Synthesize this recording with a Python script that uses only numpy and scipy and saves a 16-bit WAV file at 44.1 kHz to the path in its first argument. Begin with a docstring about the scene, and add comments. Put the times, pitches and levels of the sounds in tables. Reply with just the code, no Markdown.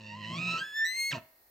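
"""A bull elk bugles from a wooded ridge. A low, rough growl and a high whistle sound together: the growl
chops the whistle, then fades while the whistle climbs in steps to a nearly pure scream, and ends in a grunt.
The whistle is a stack of sine waves; growl, flutter and grunt are uneven pulses, and a rasp rings the throat.
Filtered noise makes the rushing air, the still outdoor air and a thin hiss that stays behind.
Dying noise echoes give the faint tail that the slope and pines return."""
import sys
import numpy as np
from scipy import signal
from scipy.fft import rfft, irfft
from scipy.io import wavfile

SR = 44100
rng = np.random.default_rng(int(sys.argv[2]) if len(sys.argv) > 2 else 0)


def master(y):
    """Save y as 16-bit WAV."""
    cut = np.clip(np.atleast_2d(y).T, -1, 1)
    pcm = np.round(cut * 32767)  # scale
    wavfile.write(sys.argv[1], SR, pcm.astype(np.int16))


N = 66150

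# Path of the whistle's pitch. Each row: time in seconds, pitch in Hz.
WHISTLE_PITCH = [(0, 907.4), (.1, 919.7), (.15, 949.6), (.172, 1037), (.21, 1037), (.245, 973.7),
                 (.32, 1029), (.365, 1106), (.385, 1222), (.42, 1276), (.47, 1274), (.52, 1315),
                 (.572, 1316), (.59, 1510), (.608, 1594), (.626, 1594), (.644, 1718), (.725, 1705),
                 (.76, 1763), (.845, 1793), (.852, 1934), (.872, 1962), (.9, 2015), (.985, 2126),
                 (1.06, 2156), (1.104, 2175), (1.117, 1989), (1.128, 1364), (1.155, 943.5), (1.2, 855.5)]
# Whistle strength before its colour is added. Each row: time in seconds, fundamental in dB, overtones in dB.
WHISTLE_LEVEL = [(0.0, -49.5, -68), (0.07, -46.5, -56.5), (0.14, -29, -55.5), (0.18, -40, -60.5),
                 (.27, -36.5, -48.5), (0.35, -31, -43.5), (0.38, -48.5, -40), (0.42, -51, -42),
                 (0.51, -54, -38), (0.56, -45.5, -45.5), (0.595, -41.5, -34), (0.62, -28, -36.5),
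                 (0.65, -40, -38.5), (0.73, -39.5, -40), (0.78, -30.5, -28.5), (0.84, -29.5, -34.5),
                 (0.87, -31.5, -22.5), (0.94, -30, -24.5), (1.0, -24.5, -12.5), (1.1, -25, -17),
                 (1.118, -33, -25.5), (1.135, -51, -40.5), (1.16, -24.5, -56), (1.2, -64, -73.5),
                 (1.23, -79, -106)]
# Overall colour of the whistle as heard, with a deep gap near 9400 Hz. Each row: frequency in Hz, gain in dB.
WHISTLE_COLOUR = [(900, -18), (1050, -10.5), (1300, 3.5), (1500, -14.5), (1780, -2.5), (2000, -6.5),
                  (2250, -12), (2550, 4.5), (2850, -0.5), (3300, -11), (3900, -16), (4300, -23),
                  (4600, -11.5), (4900, -30.5), (5400, -17), (6400, -34), (7500, -28), (8600, -36.5),
                  (9400, -67.5), (10800, -43.5), (12000, -49), (14000, -33), (15500, -58)]
# Narrow resonances that ring on after the whistle. Each row: frequency in Hz, time to fall 60 dB in seconds,
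# gain in dB.
RINGS = [(1308, 0.24, 15), (1587, 0.22, 10), (1785, 0.23, 2)]
# How deeply the low voice chops the whistle. Each row: time in seconds, depth from 0 to 1.
CHOP = [(0, 0.65), (.14, 0.24), (.3, 0.4), (.4, 0.37), (.52, 0.31), (.56, 0.28), (.59, 0.21), (.625, 0.17),
        (.7, .08), (.843, 0.09), (.856, 0.6), (.872, 0.12), (1.1, 0.03), (1.125, 0.3)]
# Faint partials midway between the overtones in the scream. Each row: time in seconds, level of each in dB.
HALF_TONES = [(.88, -84), (.95, -74), (.99, -69), (1.1, -66), (1.125, -79)]
# Register breaks, where the pitch turns briefly chaotic. Each row: centre in seconds, half-length in seconds,
# spread of the random pitch error as a fraction.
BREAKS = [(.375, .012, .02), (.583, .016, .028), (.853, .006, .015), (1.125, .014, .11)]
# Low growl of the vocal folds. Each row: time in seconds, pitch in Hz, level in dB, roughness (0 is steady).
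GROWL = [(0, 109.8, -52, 0.16), (.05, 108.8, -48.5, 0.23), (.11, 102.9, -48.5, 0.1),
         (.23, 103.7, -46.5, 0.25), (.285, 110.2, -46.5, 0), (.34, 111.3, -48.5, 0.5),
         (.42, 120.3, -48.5, 0.7), (.54, 124.3, -55.5, 0.8), (.6, 124.6, -58.5, 1.06),
         (.65, 123.4, -73, 0.69)]
# Body of the growl. Each row: frequency in Hz, strength in relative dB.
GROWL_COLOUR = [(105, 6), (210, 7), (310, -9), (420, -37), (530, -4), (650, -11.5), (800, -53), (1400, -48),
                (3000, -52)]
# A higher flutter in the throat that takes over. Each row: time in seconds, pitch in Hz, level in dB, roughness.
FLUTTER = [(.08, 160.6, -84, 0.4), (.13, 158.8, -59.5, 0), (.23, 159.1, -64, 0.25),
           (.31, 167.9, -39.5, 0.77), (.36, 165.9, -43, 0.49), (.39, 163.9, -36, 0.11),
           (.42, 172.2, -43, 0.25), (.47, 175.3, -39.5, .15), (.55, 167.8, -44, 0.09), (.59, 169.9, -65, 0),
           (.62, 174, -54, 0.6), (.66, 166.2, -80, 0.83)]
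# Body of the flutter. Each row: frequency in Hz, strength in relative dB.
FLUTTER_COLOUR = [(170, 5.5), (340, -12), (510, -34.5), (680, -8.5), (850, -48), (1500, -36)]
# Closing grunt. Each row: time in seconds, pitch in Hz, level in dB, roughness.
GRUNT = [(1.106, 170.3, -51, .8), (1.118, 161.9, -53, 1), (1.138, 144.2, -34.5, 0.22),
         (1.16, 127.9, -42, 0.18), (1.182, 113.9, -40.5, 0.18), (1.195, 100.4, -62.5, 0.44),
         (1.23, 94.1, -62.5, 0.25)]
# Body of the grunt. Each row: frequency in Hz, strength in relative dB.
GRUNT_COLOUR = [(60, -5.5), (130, 7), (260, 2), (400, -14.5), (520, -30), (650, 12), (780, -35.5),
                (930, -5), (1400, -9), (2000, -40)]
# The rasp in four gliding throat resonances. Each row: time in seconds, level in dB, then four centres in Hz.
RASP = [(0, -71, 1887, 2800, 4540, 5280), (.12, -54, 1950, 2740, 4580, 5300),
        (.19, -55.5, 1974, 2890, 4250, 5100), (.25, -43.5, 1900, 2800, 4150, 5100),
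        (.33, -56.5, 2060, 3080, 4250, 5340), (.375, -48, 2282, 3380, 4520, 5620),
        (.41, -54, 2720, 3757, 4900, 6100), (.52, -42, 2745, 3942, 5300, 6630),
        (.6, -57.5, 2720, 4120, 5420, 7000)]
# Those four resonances. Each row: half-width setting in Hz, share in dB.
RASP_RESONANCES = [(81.5, -3.5), (110, -2), (190, -12.5), (160, -16.5)]
# Strength of the rushing air. Each row: time in seconds, level in dB.
AIR_LEVEL = [(0, -57.5), (.2, -58), (.36, -49.5), (.52, -44), (.585, -41), (.65, -59), (.75, -64.5),
             (.88, -65), (.98, -56.5), (1.104, -63), (1.113, -49), (1.135, -44.5), (1.16, -40),
             (1.195, -61), (1.24, -101)]
# Colour of the rushing air. Each row: frequency in Hz, strength in relative dB.
AIR_COLOUR = [(50, -44.5), (120, -2), (350, 3), (650, 0), (800, -15.5), (1000, 9), (1300, -16.5),
              (1600, -10), (1900, 1.5), (2200, -16.5), (2650, 15), (3400, -13.5), (4000, 0.5), (4550, -1),
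              (5000, -12), (6000, -8), (8000, -15), (9300, -55), (15000, -21.5)]
# The call at the two microphones. Each row: frequency in Hz, left minus right in dB, lead of the left in radians.
EARS = [(171, -0.5, 0.11), (600, 0, 0.96), (816, 0, -2.3), (1240, -0.5, 2.44), (1140, -3, 1.07),
        (1550, 1, 0.5), (1859, -1.5, 0.7), (1833, -28, -0.7), (2010, 5.5, 1.31), (2420, -7.5, 0.1),
        (3443, -0.5, 0.5), (3350, -5, 2), (4054, 11, 0.4), (4200, 2, 0.45), (7400, -1.5, 0.34),
        (8670, 1.5, 1.28), (10250, 3, -2.1), (13100, -8.5, -2)]
# How alike the two channels are for diffuse sound. Each row: frequency in Hz, likeness from 0 to 1.
LIKENESS = [(25, 1), (100, 1), (600, 0.7), (2000, 0.2), (8000, 0.1)]
# Echoes from the near slope, then the far pines. Each row: level in dB, time to fall 60 dB in seconds,
# delay in seconds, thin below this Hz, dull above this Hz.
SCATTER = [(-14, .26, .006, 80, 4500), (-23, .7, .06, 400, 1500)]
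# Colour of the still outdoor air. Each row: frequency in Hz, strength in relative dB.
FLOOR_COLOUR = [(25, -9.5), (60, 6.5), (130, -11.5), (350, -3), (640, 1.5), (1400, -8), (2100, -5),
                (3100, -27), (4200, -6.5), (8000, -19), (9500, -23.5), (15000, -32)]
# Colour of the thin high hiss. Each row: frequency in Hz, strength in relative dB.
HISS_COLOUR = [(6000, -19.5), (8500, -12.5), (11000, -10), (13500, -1.5), (15500, -3)]
# Swell of the hiss. Each row: time in seconds, level in dB.
HISS_LEVEL = [(0, -88), (.3, -76.5), (.55, -67), (.8, -67), (1.1, -62.5), (1.5, -62.5)]

OVERTONE_DB_PER_OCTAVE = 4.5   # rise from the second to the fourth partial
CHOP_BRIGHTENS_DB_PER_OCTAVE = 7   # extra rise at full chop depth, until the grunt
JITTER, CHOP_JITTER = .002, .014   # pitch wobble as a fraction: always, and added at full chop depth
CHOP_BEND = .06   # pitch swing within each beat at full chop depth, as a fraction
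BEND_OFFSET_RAD = 0.052   # the pitch peaks a little less than a quarter beat after the loudest point
FUNDAMENTAL_CHOP = 0.25   # the fundamental's share of the chop
BREAK_FLUTTER_HZ = 450
HALF_TONE_FLICKER = .5   # spread of the random level, as a fraction
GROWL_JITTER, GROWL_SHIMMER = .14, .55   # random pitch and level spread at roughness 1, as fractions
VOICE_LOW_CUT_HZ = 91
TAKEOVER_S = .34   # from here the flutter, not the growl, beats on the whistle
GRUNT_RING_HZ, GRUNT_RING_T60_S, GRUNT_RING_DB = 646, .34, 2
RASP_BREATHINESS = .5   # noise beside pulses of strength 1
AIR_PULSING = .9   # at full chop depth
FLOOR_DB = -70
CUTOFF_HZ = 15800

TIME = np.arange(N) / SR
PADDED = 2 * N   # room for filters to ring past the end
FREQS = np.maximum(np.arange(N + 1) * SR / PADDED, 1)


def from_db(db):
    """Turn decibels into a plain multiplier."""
    return 10 ** (np.asarray(db) / 20)


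def rms_one(x):
    """Scale to an average strength (rms) of 1."""
    return x / np.sqrt(np.mean(x ** 2) + 1e-20)


def in_time(rows):
    """Draw straight lines between rows to get each column at every sample."""
    seconds, *columns = np.transpose(rows)
    return [np.interp(TIME, seconds, column) for column in columns]


def at_hz(points, hz):
    """Read each column of a spectrum at the given frequencies, on a log frequency scale."""
    point_hz, *columns = np.transpose(points)
    return [np.interp(np.log(hz), np.log(point_hz), column) for column in columns]


def filtered(x, response):
    """Multiply each frequency in the sound by a response."""
    return irfft(rfft(x, PADDED) * response, PADDED)[..., :N]


def drift(rate_hz):
    """Smooth random motion with spread 1; a higher rate moves faster."""
    smoothing = 1 / (1 + (FREQS / rate_hz) ** 2)
    return rms_one(filtered(rng.standard_normal(N), smoothing))


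def noise(colour):
    """Random noise shaped by a colour table, with an rms of 1."""
    response = from_db(at_hz(colour, FREQS)[0])
    return rms_one(filtered(rng.standard_normal(N), response))


def ring(x, hz, t60):
    """A narrow resonance with gain 1 at its peak keeps sounding after it is driven."""
    radius = np.exp(-np.log(1000) / (t60 * SR))
    feed = np.array([1, 0, -1]) * (1 - radius ** 2) / 2
    feedback = [1, -2 * radius * np.cos(2 * np.pi * hz / SR), radius ** 2]
    return signal.lfilter(feed, feedback, x)


def diffuse(mid, side):
    """Mix two unrelated signals into stereo channels that are most alike in the bass."""
    alike = np.clip(at_hz(LIKENESS, FREQS)[0], 0, 1)
    shared = filtered(mid, np.sqrt((1 + alike) / 2))
    opposite = filtered(side, np.sqrt((1 - alike) / 2))
    return shared + opposite * [[1], [-1]]


def whistle(beat):
    """A near-pure tone with overtones, chopped and bent by each beat of the low voice."""
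    hz, = in_time(WHISTLE_PITCH)
    fundamental_db, overtone_db = in_time(WHISTLE_LEVEL)
    depth = np.clip(in_time(CHOP)[0], 0, 1)
    swing = CHOP_BEND * depth * np.sin(beat + BEND_OFFSET_RAD)
    wobble = (JITTER + CHOP_JITTER * depth) * drift(150)
    bent_hz = hz * (1 + swing + wobble)
    chaos = sum(error * np.exp(-((TIME - s) / width) ** 2) for s, width, error in BREAKS)
    phase = 2 * np.pi * np.cumsum(bent_hz * (1 + chaos * drift(BREAK_FLUTTER_HZ))) / SR
    chop = depth * np.cos(beat)

    fundamental_gain = from_db(fundamental_db + at_hz(WHISTLE_COLOUR, hz)[0])
    tone = fundamental_gain * np.sin(phase) * (1 + FUNDAMENTAL_CHOP * chop)
    before_grunt = TIME < GRUNT[0][0]
    slope = OVERTONE_DB_PER_OCTAVE + CHOP_BRIGHTENS_DB_PER_OCTAVE * depth * before_grunt
    for k in range(2, 9):
        db = overtone_db + at_hz(WHISTLE_COLOUR, k * hz)[0] + slope * np.log2(min(k, 4) / 2)
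        tone = tone + from_db(db) * np.sin(k * phase) * (1 + chop)

    screaming = (TIME > HALF_TONES[0][0]) & (TIME < HALF_TONES[-1][0])
    half_tone_gain = screaming * from_db(in_time(HALF_TONES)[0])
    halves = half_tone_gain * sum(np.sin((k + .5) * phase) for k in range(1, 4))
    flickering = halves * (1 + HALF_TONE_FLICKER * drift(58.1))
    return (tone + flickering) * np.sqrt(2)   # so that levels count as rms


def low_voice(rows, colour, count):
    """Throat tissue beating unevenly: the sound, as a stack of partials, and the phase of its cycle."""
    hz, db, rough = in_time(rows)
    uneven_hz = hz * (1 + GROWL_JITTER * rough * drift(70))
    phase = 2 * np.pi * np.cumsum(uneven_hz) / SR
    gains = [from_db(at_hz(colour, k * hz)[0]) for k in range(1, count + 1)]
    partials = sum(gain * np.cos(k * phase) for k, gain in enumerate(gains, 1))
    pulses = partials / np.sqrt(sum(gain ** 2 for gain in gains) / 2)
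    sounding = (TIME >= rows[0][0]) * (TIME < rows[-1][0])
    level = from_db(db) * (1 + GROWL_SHIMMER * rough * drift(92)) * sounding
    low_cut = 1 / np.sqrt(1 + (VOICE_LOW_CUT_HZ / FREQS) ** 10)
    return filtered(pulses * level, low_cut), phase


def throat_rasp(beat):
    """Each beat of the folds, with a little turbulence, sets the gliding throat resonances ringing."""
    db, *centres = in_time(RASP)
    cycle = np.floor(beat / (2 * np.pi))
    pulses = rms_one(np.clip(np.diff(cycle, prepend=0), 0, 1))   # one click per new cycle
    drive = pulses + RASP_BREATHINESS * rng.standard_normal(N)
    rasp = 0
    for hz, (width_hz, share_db) in zip(centres, RASP_RESONANCES):
        phase = 2 * np.pi * np.cumsum(hz) / SR
        swing = np.array([np.cos(phase), np.sin(phase)])
        # Shift the moving centre down to zero, smooth there, then shift back up.
        held = filtered(drive * swing, 1 / (1 + 1j * FREQS / width_hz) ** 2)
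        rasp = rasp + from_db(share_db) * rms_one(np.sum(held * swing, axis=0))
    return rasp * from_db(db) * (TIME < RASP[-1][0])


def rushing_air(beat):
    """Turbulence in the throat is coloured noise, in puffs while the folds beat."""
    depth = np.clip(in_time(CHOP)[0], 0, 1)
    puffs = 1 + AIR_PULSING * depth * np.cos(beat)
    return noise(AIR_COLOUR) * from_db(in_time(AIR_LEVEL)[0]) * puffs


def ringing(x):
    """The narrow resonances pick up whistle and air and hold them."""
    return x + sum(from_db(db) * ring(x, hz, t60) for hz, t60, db in RINGS)


def at_microphones(x):
    """The direct call reaches each side with its own colour and phase."""
    db, lead = at_hz(EARS, FREQS)
    channels = []
    for side in (1, -1):   # left, right
        response = from_db(side * db / 2) * np.exp(1j * side * lead / 2)
        channels.append(filtered(x, response))
    return np.array(channels)


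def scatter(x, db, t60, delay, thin_hz, dull_hz):
    """Many small reflections from ground and trees, thin, dull and dying away."""
    fade = from_db(-60 * TIME / t60) * (TIME > delay)
    echoes = diffuse(*rng.standard_normal((2, N))) * fade / np.sqrt(np.sum(fade ** 2))
    colour = 1 / ((1 + 1j * FREQS / dull_hz) * (1 - 1j * thin_hz / FREQS) ** 2)
    return from_db(db) * filtered(x, rfft(echoes, PADDED) * colour)


def background():
    """Still outdoor air and a thin, swelling hiss, both made of wide stereo noise."""
    air = from_db(FLOOR_DB) * diffuse(noise(FLOOR_COLOUR), noise(FLOOR_COLOUR))
    hiss = from_db(in_time(HISS_LEVEL)[0]) * diffuse(noise(HISS_COLOUR), noise(HISS_COLOUR))
    return air + hiss


def scene():
    """Whistle, growl, flutter and closing grunt, heard across the clearing."""
    growl, growl_beat = low_voice(GROWL, GROWL_COLOUR, count=20)
    flutter, flutter_beat = low_voice(FLUTTER, FLUTTER_COLOUR, count=8)
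    grunt, grunt_beat = low_voice(GRUNT, GRUNT_COLOUR, count=16)
    grunt = grunt + from_db(GRUNT_RING_DB) * ring(grunt, GRUNT_RING_HZ, GRUNT_RING_T60_S)
    # One low voice at a time beats on the whistle.
    beat = np.select([TIME < TAKEOVER_S, TIME < GRUNT[0][0]], [growl_beat, flutter_beat], grunt_beat)
    whistle_and_air = ringing(whistle(beat) + rushing_air(beat))
    call = whistle_and_air + growl + flutter + grunt + throat_rasp(beat)
    echoes = sum(scatter(call, *row) for row in SCATTER)
    return at_microphones(call) + echoes + background()


def record(dry):
    """A steep low-pass filter removes the very top."""
    low_pass = signal.ellip(12, .1, 80, CUTOFF_HZ, fs=SR, output="sos")
    return signal.sosfilt(low_pass, dry)


dry = scene()
out = record(dry)
master(out)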